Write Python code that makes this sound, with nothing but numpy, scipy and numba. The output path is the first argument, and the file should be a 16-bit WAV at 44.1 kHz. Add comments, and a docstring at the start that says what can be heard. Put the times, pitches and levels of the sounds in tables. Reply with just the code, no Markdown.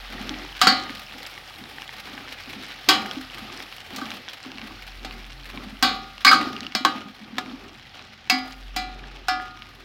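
"""In a kitchen, close by, a plastic spoon stirs wet chopped food in an enamelled steel pot.
The spoon knocks the wall, which rings with many tones at once, and lumps thump on the bottom.
Each stroke squelches, while bursting bubbles make a wet sizzle dotted with ticks and pops.
A low motor hum swells and fades in the background."""
import sys
import numpy as np
from scipy import signal
from scipy.io import wavfile
from scipy.ndimage import uniform_filter1d
from numba import njit

SR = 44100
rng = np.random.default_rng(int(sys.argv[2]) if len(sys.argv) > 2 else 0)


def bounce(signal):
    """Save signal as a 16-bit WAV file at the path given by the first command-line argument."""
    frames = np.transpose(np.atleast_2d(signal))
    limited = np.clip(frames, -1, 1)
    pcm = np.round(limited * 32767).astype(np.int16)
    wavfile.write(sys.argv[1], SR, pcm)


N = 433944

# The wall's own tones: f/Hz, ring time/s (to fade by 60 dB), level/dB when hit at each spot a-g
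WALL_TONES = [(743, 0.5, 0, -40, -19, -10, 0, -40, -40), (779, 0.6, -10, -12, -22, -10, -21, -7, -20),
              (1120, 0.38, -23, -6, -20, -25, -14, -3, -17), (1164, 0.55, -40, -7, -25, -15, -15, -8, -40),
              (1235, 0.9, -40, -9, -40, -40, -8, -20, -19), (1416, 0.8, -19, -18, -40, -18, -8, -40, -18),
              (1541, 0.25, -18, 0, -32, -40, -32, 0, -17), (1590, 0.22, -23, -4, -40, -8, -8, -40, -14),
              (1701, 0.5, -28, -14, -19, -40, -7, -30, -40), (1995, 0.43, -8, -40, -9, -15, -13, -40, -26),
              (2229, 0.3, -18, -21, 0, -24, -40, -30, -40), (2358, 0.4, -4, -20, -37, -40, -17, -40, -6),
              (2745, 0.31, -15, -40, -18, -21, -16, -18, -40),
              (3015, 0.34, -13, -23, -40, -40, -40, -8, -17), (3297, 0.32, -26, -19, -16, -40, -18, -5, -8),
              (3677, 0.48, -11, -17, -40, -20, -33, -40, -25),
              (3812, 0.38, -30, -22, -40, -33, -30, -12, -28),
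              (3955, 0.4, -28, -10, -33, -20, -29, -16, -27),
              (4006, 0.43, -20, -23, -20, -21, -40, -17, -9),
              (4090, 0.43, -6, -17, -24, -11, -40, -36, -15),
              (4329, 0.34, -22, -37, -22, -4, -18, -24, -11), (4360, 0.2, -40, -10, -4, -5, -15, -40, 0),
              (4520, 0.32, -24, -25, -22, -28, -36, -9, -15), (4600, 0.27, -40, -27, -36, 0, -18, -33, -22),
              (4680, 0.22, -12, -31, -24, -4, -40, -40, -3), (4900, 0.45, -18, -40, -5, -25, -21, -16, -19),
              (4945, 0.18, -3, -40, -4, -20, -22, -2, -19), (5120, 0.46, -22, -39, -26, -26, -21, -15, -17),
              (5205, 0.21, -24, -40, -40, -40, -6, -27, -1),
              (5510, 0.25, -40, -40, -21, -22, -13, -40, -15)]
# Spoon hits: t/s, force/dB by spot, crack/dB, clack f/Hz, clack/dB, wash/dB, hardness 0-1,
# share of the full ring time. The wash is a blur of many weak wall tones.
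SPOON_HITS = [(0.615, dict(c=-28, d=-25, e=-20.5, f=-23.5), -22, 1214, -10, -26, 0.8, 0.96),
              (0.6704, dict(b=-28, d=-13.5, g=-22), -16, 1364, -5, -22.5, 0.36, 0.95),
              (2.8878, dict(a=-33, e=-27, f=-15.5, g=-24.5), -18.5, 1160, -36, -22.5, 0.84, 0.81),
              (3.9617, dict(e=-46, f=-43), -36.5, 2730, -41, -46.5, 1, 0.26), (3.984, dict(b=-40),
              -40, 1190, -27.5, -65, 0.41, 0.4), (4.0153, dict(b=-35, f=-43),
              -51, 1230, -23.5, -61, 0.5, 0.51), (5.0478, dict(a=-46, e=-46),
              -33, 773, -28, -46, 0.3, 0.69), (5.8257, dict(a=-26.5, b=-25.5, d=-27, f=-25.5, g=-33),
              -21.5, 2350, -23, -26, 0.7, 1.06), (6.2483, dict(b=-13, c=-19, g=-17),
              -18.5, 1150, -7, -29, 0.78, 0.3), (6.264, dict(b=-12, c=-12),
              -28, 1880, -13, -31, 0.49, 0.53), (6.276, dict(b=-20, c=-6),
              -39, 2360, -7.5, -34, 0.51, 0.27), (6.291, dict(b=-27, c=-14.5),
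              -38, 2205, -2.5, -46, 0.51, 0.42), (6.313, dict(b=-10, c=-28),
              -29, 1350, -7.5, -28.5, 0.46, 0.6), (6.33, dict(b=-29, c=-30, d=-27.5, g=-41),
              -31, 1270, -2, -34.5, 0.42, 1.2), (6.7502, dict(e=-32.5, g=-24),
              -23, 5180, -13.5, -33, 0.5, 0.64), (6.8496, dict(b=-17.5, e=-32, f=-31),
              -17, 1100, -2.5, -31.5, 0.31, 0.54), (7.3826, dict(a=-37, b=-44, e=-29.5),
              -22.5, 1305, -26, -44, 0.28, 0.29), (8.298, dict(a=-26.5, c=-19, e=-29, f=-33),
              -21.5, 2640, -9.5, -31.5, 0.8, 0.9), (8.7629, dict(a=-27.5, e=-34.5),
              -31.5, 4080, -34, -38.5, 0.88, 1.04), (9.2833, dict(a=-32.5, e=-19.5),
              -28, 1480, -18, -37, 0.63, 0.94)]
# Tone colour of a knock: f/Hz, level/dB
KNOCK_COLOUR = [(88, -42), (150, 5.5), (528, -11.5), (1160, -0.5), (1380, -3.5), (2700, -5), (3040, -3),
                (4870, -1), (5820, -33), (6290, -13), (9700, -28.5), (15300, -22), (16500, -30)]
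# How long the wash lasts: f/Hz, ring time/s
WASH_RING = [(300, 0.42), (1000, 0.2), (3000, 0.3), (7000, 0.2), (16000, 0.13)]
# Tones of the food-covered bottom: f/Hz, ring time/s, level/dB
BOTTOM_TONES = [(212.4, 0.39, 1), (260.4, 0.64, 0.5), (307, 0.43, -1.5), (379, 0.29, -2.5)]
# Lumps landing: t/s, level/dB, centre of the push f/Hz, share of the full ring time
LUMP_FLOPS = [(0.143, -33, 232, 0.39), (0.205, -28, 225, 0.39), (0.307, -29.5, 282, 0.66),
              (0.42, -33, 317, 0.3), (0.635, -24, 240, 0.35), (0.676, -16, 232, 0.36),
              (0.717, -19.5, 277, 0.25), (0.897, -28, 280, 0.16), (1.143, -37, 274, 0.27),
              (1.611, -34.5, 217, 0.21), (2.477, -34, 264, 0.17), (2.561, -33, 233, 0.42),
              (2.885, -14.5, 338, 0.7), (3.163, -23.5, 284, 0.42), (3.421, -34.5, 221, 0.48),
              (3.93, -32.5, 245, 0.3), (3.974, -31, 230, 0.34), (4.017, -24, 292, 0.18),
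              (4.462, -33.5, 261, 0.29), (4.545, -32.5, 235, 0.28), (5.048, -27, 320, 0.18),
              (5.565, -26.5, 230, 0.27), (5.664, -31.5, 221, 0.35), (5.724, -32.5, 226, 0.36),
              (5.825, -20.5, 274, 0.37), (5.847, -21, 264, 0.4), (6.257, -24, 270, 0.44),
              (6.34, -19.5, 297, 0.35), (6.405, -20.5, 296, 0.25), (6.468, -22.5, 287, 0.28),
              (6.595, -32.5, 223, 0.39), (6.754, -23.5, 222, 0.25), (6.807, -26, 268, 0.21),
              (6.855, -23, 310, 0.57), (6.955, -27.5, 230, 0.39), (7.057, -29, 226, 0.28),
              (7.096, -35, 232, 0.26), (7.213, -33, 212, 0.48), (7.327, -29, 230, 0.28),
              (7.368, -33, 275, 0.28), (7.48, -35, 258, 0.26), (8.306, -31, 264, 0.14),
              (8.323, -22.5, 263, 0.8), (8.759, -33.5, 294, 0.71), (9.312, -33, 308, 0.55),
              (9.393, -38, 300, 0.42)]
# Spoon strokes: t/s, hold/s, sliding level/dB, squelch level/dB
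SPOON_STROKES = [(0.132, 0.25, -42, -43.5), (0.71, 0.12, -41.5, -41.5), (1.135, .05, -52.5, -48),
                 (1.58, 0.12, -52, -52), (2.077, .14, -53, -50), (2.476, 0.15, -48, -64),
                 (2.905, 0.033, -35.5, -33.5), (3.016, 0.092, -44.5, -44), (3.372, 0.24, -50, -47.5),
                 (3.922, 0.21, -47, -45), (4.476, 0.24, -48, -49.5), (5.035, 0.16, -48.5, -49.5),
                 (5.552, 0.09, -45, -46), (5.846, 0.072, -38.5, -38), (6.301, 0.15, -35.5, -35.5),
                 (6.545, 0.096, -44.5, -53), (6.869, 0.11, -44, -41), (7.2, 0.22, -50.5, -53.5),
                 (7.389, 0.13, -46, -45.5), (7.62, 0.076, -50.5, -50), (7.963, 0.057, -57.5, -52),
                 (8.36, .1, -55, -45.5), (8.76, 0.27, -50.5, -51.5), (9.045, 0.18, -58, -52.5),
                 (9.352, 0.13, -51, -50), (9.62, 0.19, -58.5, -59)]
# Loud wet ticks: t/s, level/dB, f/Hz, length/cycles
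WET_TICKS = [(0.2933, -6.5, 3400, 1.9), (0.8956, -16, 1860, 1.9), (1.1234, -26, 2780, 4.0),
             (1.2545, -24, 1940, 3.7), (1.265, -23, 4800, 7.6), (1.378, -24, 1940, 5.3),
             (1.7838, -23.5, 1880, 5.3), (1.8203, -16, 2860, 3), (1.8923, -21.5, 1970, 5),
             (2.073, -24, 2150, 3.6), (2.1782, -23, 1770, 3.8), (2.5333, -20, 2150, 2.4),
             (3.0585, -22, 1710, 4.6), (3.112, -16, 3170, 6), (3.1574, -26, 2700, 4.0),
             (3.575, -23, 5000, 5), (3.603, -21.5, 1970, 3.6), (3.7256, -21, 2650, 3.7),
             (3.7828, -24, 2920, 4.0), (4.0632, -25, 2570, 4.0), (4.1051, -18, 3750, 4.0),
             (4.117, -17.5, 2640, 4.0), (4.281, -23.5, 1950, 3.2), (4.2865, -18, 3480, 3.6),
             (4.43, -28, 4800, 6), (4.5178, -18.5, 2660, 2.4), (4.5834, -19, 2600, 4.5),
             (4.616, -20.5, 2620, 3.8), (5.11, -23, 2600, 5), (5.5013, -25, 2550, 5.8),
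             (5.575, -21.5, 2370, 4.9), (6.1805, -22, 2740, 3.8), (6.412, -14, 2300, 5.6),
             (6.5314, -22, 3490, 4.0), (6.565, -20, 2820, 7), (6.6065, -13.5, 4160, 3.6),
             (6.6315, -22, 2730, 4.9), (6.649, -27, 2960, 6.5), (6.6664, -19, 2830, 9.2),
             (6.722, -22, 2750, 4.0), (7.4606, -26, 2370, 4.0), (7.9932, -26.5, 2530, 5.2),
             (8.5248, -25, 4300, 5.1), (9.04, -28, 1680, 4.5), (9.1701, -27.5, 2640, 4.0),
             (9.3994, -21, 1700, 3.4), (9.6215, -18, 2690, 2.6)]
# Tone colour of the sizzle: f/Hz, level/dB
SIZZLE_COLOUR = [(430, 8), (540, -11), (780, -1), (1000, -11.5), (1400, -2.5), (1900, -0.5), (3000, -1),
                 (4800, -6), (6500, -23.5), (9000, -22.5), (12000, -20), (16000, -24)]
# Slow changes of the sizzle: t/s, middle level/dB, treble level/dB
SIZZLE_LEVELS = [(0, -38, -56), (.9, -40.5, -56.5), (1.55, -42, -56), (2.0, -41, -57), (2.8, -40, -58.5),
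                 (3.6, -41, -56.5), (4.1, -42.5, -56), (4.3, -42.5, -62.5), (5.0, -43.5, -60.5),
                 (5.75, -45, -61.5), (6.6, -42.5, -63), (7.15, -49.5, -69), (7.7, -47, -66),
                 (8.2, -47.5, -74), (8.5, -47.5, -63.5), (9.1, -47, -74), (9.84, -48.5, -66)]
# The motor's lowest tone: t/s, level/dB
MOTOR_LEVELS = [(0, -43.5), (.4, -44.5), (.85, -54), (1.7, -61), (2.6, -57), (3.12, -61), (3.3, -52),
                (3.95, -64), (4.45, -69), (4.6, -54), (5.01, -41.5), (5.45, -44), (6.0, -48.5), (6.3, -57),
                (7.25, -69), (7.6, -53), (8.17, -70), (8.4, -57), (8.67, -38.5), (9.05, -42), (9.7, -56),
                (9.84, -51)]


def wall_ring():
    """Each hit sets the wall ringing; where it lands decides which tones are strong."""
    tones = np.array(WALL_TONES)
    when, *_, share = hit_columns()
    force = np.array([[undb(hit[1].get(spot, -np.inf)) for spot in "abcdefg"] for hit in SPOON_HITS])
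    size = force @ undb(tones[:, 2:]).T
    chance = rng.random((len(when), 2 * len(tones)))
    phase, detune = 2 * np.pi * chance[:, ::2], chance[:, 1::2] - .5
    hz = tones[:, 0] * (1 + .002 * detune)
    ring_s = tones[:, 1] * share  # food and the resting spoon shorten the ring
    return ring(when, hz, ring_s, size, phase, rise_s=0.0019)


def spoon_knocks():
    """Contact makes a sharp crack, a short clack of the spoon and a wash of weak wall tones."""
    when, crack_db, clack_hz, clack_db, wash_db, hardness, share = hit_columns()
    bright_db = 7 * (hardness - .6)  # per octave: a harder contact is brighter
    out = ring(when, clack_hz, .05 * (1200 / clack_hz) ** 0.22, undb(clack_db), 0, rise_s=0.00021)
    hz = 500 + 8500 * rng.random(260) ** 1.2
    weakness, phase = rng.random((2, len(when), len(hz)))  # each hit favours a few wash tones
    ring_s = look_up(WASH_RING, hz) * (0.51 + 1.26 * rng.random(len(hz))) * (.5 + share / 2)
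    tone_db = wash_db + bright_db * np.log2(hz / 2000) + look_up(KNOCK_COLOUR, hz) + 1.5 - 33 * weakness
    out += ring(when, hz, ring_s, undb(tone_db), 2 * np.pi * phase, rise_s=0.00055)
    # noise makes the crack and the airy top of the wash
    for hz in 200 * 2 ** np.arange(0, 6.4, 1 / 3):
        tilt = undb(bright_db * np.log2(hz / 2000))
        air_size = undb(wash_db + 3) * np.clip(np.log2(hz / 4000), 0, 1)
        crack = decay(when, tilt * undb(crack_db), ring_s=0.033)
        air = decay(when, tilt * air_size, look_up(WASH_RING, hz))
        out += undb(look_up(KNOCK_COLOUR, hz)) * np.sqrt(hz / 2000) * (crack + air) * noise(hz, 1 / 3)
    return out


def bottom_thumps(slide_db):
    """Soft lumps thump the bottom; sliding food drops small ones and keeps it murmuring."""
    moment, softness, pitch = rng.random((60, 3)).T
    small_db = slide_db[(moment * N).astype(int)] + 7 - 9.8 * softness
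    small_lumps = np.transpose([moment * N / SR, small_db, 205 + 110 * pitch, np.full(60, 0.23)])
    when, db, push_hz, share = np.transpose(np.vstack([LUMP_FLOPS, small_lumps]))[:, :, None]
    hz, ring_s, tone_db = np.transpose(BOTTOM_TONES)
    near = np.exp(-(np.log(hz / push_hz) / 0.15) ** 2)  # tones near the push ring most
    phase = 2 * np.pi * rng.random(near.shape)
    thumps = ring(when, hz, ring_s * share, near * undb(db + tone_db), phase, rise_s=0.0027)
    murmur = sum(undb(level + 3.2 * wander(16)) * noise(f, 0.28) for f, _, level in BOTTOM_TONES)
    return thumps + undb(slide_db + 2) * unit(murmur)


def strokes(attack_s=0.039, fade_db_per_s=105):
    """Each stroke swells, holds and fades; gives the power of the sliding and of the squelch."""
    when, hold, slide_db, squelch_db = np.transpose(SPOON_STROKES)[:, :, None]
    t = np.arange(0, N, 64) / SR
    swell = np.clip((t - when) / attack_s + 1, 0, 1)
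    fade = undb(-fade_db_per_s * np.maximum(t - when - hold, 0))
    powers = [np.sum((swell * fade * undb(db)) ** 2, axis=0) for db in (slide_db, squelch_db)]
    return [np.interp(np.arange(N) / SR, t, power) for power in powers]


def wet_ticks():
    """Each tick is five tones that die away within a few cycles."""
    when, db, main_hz, cycles = np.transpose(WET_TICKS)[:, :, None]
    hz = main_hz * [.45, 1.01, 1.6, 2.7, 4.1]
    size = undb(db + [-10.5, 2.5, -2, -30, -18])
    phase = 2 * np.pi * rng.random(hz.shape)
    return ring(when, hz, 3 * cycles / hz, size, phase, rise_s=0.00018)


def sizzle(low_db, mid_db, treble_db):
    """Bursting bubbles make tiny pings over a hiss that spits in brief puffs."""
    out, shared_flicker_db = 0, wander(60)
    spit_times = rng.random(350) * (N - 1) / SR
    spits = decay(spit_times, undb(5.8 * np.minimum(rng.exponential(size=350), 3)), ring_s=0.033)
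    for from_hz, to_hz, db, ping_gain, spit_gain in (
            (450, 1400, low_db, 0.5, 0.17),
            (1400, 6500, mid_db, 0.47, 0.38),
            (6500, 16500, treble_db, 0.11, 0.71)):
        part = 0
        for hz in from_hz * 2 ** np.arange(1 / 6, np.log2(to_hz / from_hz), 1 / 3):
            moment, pitch, phase = rng.random((3, 500))
            size = undb(5 * np.minimum(rng.exponential(size=500), 4))
            ping_hz = hz * 2 ** ((pitch - .5) / 3)
            pings = ring(moment * N / SR, ping_hz, 14 / ping_hz, size, 2 * np.pi * phase, rise_s=0.001)
            flicker = undb(shared_flicker_db + wander(14))
            hiss = flicker * (1 + spit_gain * spits) * noise(hz, 1 / 3)
            part += undb(look_up(SIZZLE_COLOUR, hz)) * np.sqrt(hz) * (hiss + ping_gain * unit(pings))
        out += undb(db - 2) * unit(part)
    # the sizzle also stirs the five lowest wall tones
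    wall = sum(signal.lfilter(*signal.iirpeak(hz, 25, fs=SR), out) for hz, *_ in WALL_TONES[:5])
    return out + undb(-7.5) * wall


def wet_pops(sizzle_db):
    """Pops come in clusters of four, stronger when the sizzle is loud."""
    moment, cluster_pitch = rng.random((2, 110, 1, 1))
    lag, pitch, softness = rng.random((3, 110, 4, 1))
    when = moment * N / SR + 0.033 * lag
    db = np.interp(when, np.arange(N) / SR, sizzle_db) + 10 - 3.5 * np.log(np.maximum(softness, .12))
    hz = 1600 * 2 ** (0.82 * cluster_pitch + .4 * pitch) * [.55, 1.01, 1.5, 2.2, 3.3]
    size = undb(db + [-16, -1.5, -5.5, -7, -53])
    phase = 2 * np.pi * rng.random(hz.shape)
    return ring(when, hz, 8 / hz, size, phase, rise_s=0.000067)


def pot_echo(sound, ring_s=.03, echo_db=-8):
    """Echoes inside the pot give each pop a short tail."""
    t = np.arange(int(.06 * SR)) / SR
    echoes = rng.standard_normal(len(t)) * 1000 ** (-t / ring_s)
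    return sound + undb(echo_db) * signal.fftconvolve(sound, echoes / np.linalg.norm(echoes))[:N]


def stove_shudder(slide_power):
    """Each stroke shakes pot and stove into a low shudder."""
    return undb(-11) * np.sqrt(slide_power) * noise(121, octaves=1)


def motor_hum(hum_hz=44.5, rumble_db=-56.5):
    """A slightly unsteady low tone and one at three times its frequency, over a swaying rumble."""
    tone_db, = curves(MOTOR_LEVELS)
    phase = 2 * np.pi * np.cumsum(hum_hz * (1 + 0.0141 * wander(3.8))) / SR
    tone = np.sqrt(2) * (np.sin(phase) + undb(-24 + 7.4 * wander(15)) * np.sin(3 * phase))
    rumble = noise(83.4, 0.5) + 0.99 * noise(128, 0.53) + 0.068 * noise(31, .5) + 0.22 * noise(46, 0.46)
    return undb(tone_db) * tone + undb(rumble_db + 1.5 * wander(5.4)) * unit(rumble)


def hit_columns():
    """Columns of the spoon hits, without the forces."""
    return np.transpose([hit[:1] + hit[2:] for hit in SPOON_HITS])[:, :, None]


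def undb(db):
    """Turn decibels into a multiplier."""
    return 10 ** (np.asarray(db) / 20)


def unit(x):
    """Scale to an average power of 1."""
    return x / np.sqrt(np.mean(x ** 2))


def with_power(db, power):
    """Level in dB after more power joins it."""
    return 10 * np.log10(undb(db) ** 2 + power)


def curves(table):
    """Join a table's points with straight lines over time."""
    when, *columns = np.transpose(table)
    return [np.interp(np.arange(N) / SR, when, column) for column in columns]


def look_up(table, hz):
    """Read a table at a frequency, with octaves evenly spaced."""
    f, values = np.transpose(table)
    return np.interp(np.log(hz), np.log(f), values)


@njit
def add_tones(out, rows):
    """Add one fading sine wave per row, drawn by a point spiralling inward."""
    for start, hz, ring_s, size, phase, rise_s in rows:
        point = size * np.exp(1j * phase)
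        turn = np.exp(2j * np.pi * hz / SR - np.log(1000) / (ring_s * SR))
        muted, shrink = 1., np.exp(-1 / (rise_s * SR))
        for i in range(int(start), min(len(out), int(start + ring_s * SR))):
            out[i] += (1 - muted) * point.imag
            point *= turn
            muted *= shrink


def ring(when, hz, ring_s, size, phase, rise_s):
    """Mix fading tones; arrays give many at once."""
    out = np.zeros(N)
    columns = np.broadcast_arrays(when * SR, hz, np.maximum(ring_s, 1e-4), size, phase, rise_s)
    add_tones(out, np.stack([c.ravel() for c in columns], axis=1).astype(float))
    return out


def noise(hz, octaves):
    """A band of noise around one frequency."""
    edges = np.minimum(hz * 2 ** (np.array([-.5, .5]) * octaves), [.44 * SR, .45 * SR])
    band = signal.butter(2, edges, "band", fs=SR, output="sos")
    return unit(signal.sosfilt(band, rng.standard_normal(N)))


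def wander(rate_hz):
    """A smooth random drift, about 1 in size."""
    hold = int(SR / rate_hz)
    steps = np.repeat(rng.standard_normal(N // hold + 1), hold)
    return unit(uniform_filter1d(uniform_filter1d(steps, hold), hold)[:N])


def decay(when, size, ring_s):
    """A loudness curve that jumps at each time and dies away."""
    kicks = np.zeros(N)
    np.maximum.at(kicks, (when * SR).astype(int), size)
    return signal.lfilter([1], [1, -1000 ** (-1 / (ring_s * SR))], kicks)


def scene():
    """Mix pot, food, stove and motor; the squelch is the sizzle swelling with each stroke."""
    steady_db, treble_db = curves(SIZZLE_LEVELS)
    slide, squelch = strokes()
    low_db = with_power(steady_db - 8, squelch)
    mid_db = with_power(steady_db, squelch * undb(0.5) ** 2)
    treble_db = with_power(treble_db, squelch * undb(-20.5) ** 2)
    food = bottom_thumps(with_power(-60.5, slide))  # a faint murmur stays between strokes
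    food += sizzle(low_db, mid_db, treble_db)
    food += pot_echo(wet_ticks() + wet_pops(mid_db))
    # cut the bass so the knocks ring without a low click
    bass_cut = signal.butter(2, 250, "high", fs=SR, output="sos")
    struck = signal.sosfilt(bass_cut, wall_ring() + spoon_knocks())
    return (struck + food + stove_shudder(slide) + motor_hum())[None]


def record(dry):
    """Round off the loudest peaks and cut the highest treble."""
    rounded = dry / (1 + np.abs(dry / .92) ** 6) ** (1 / 6)
    return signal.sosfilt(signal.ellip(10, .2, 60, 15900, fs=SR, output="sos"), rounded)


dry = scene()
out = record(dry)
bounce(out)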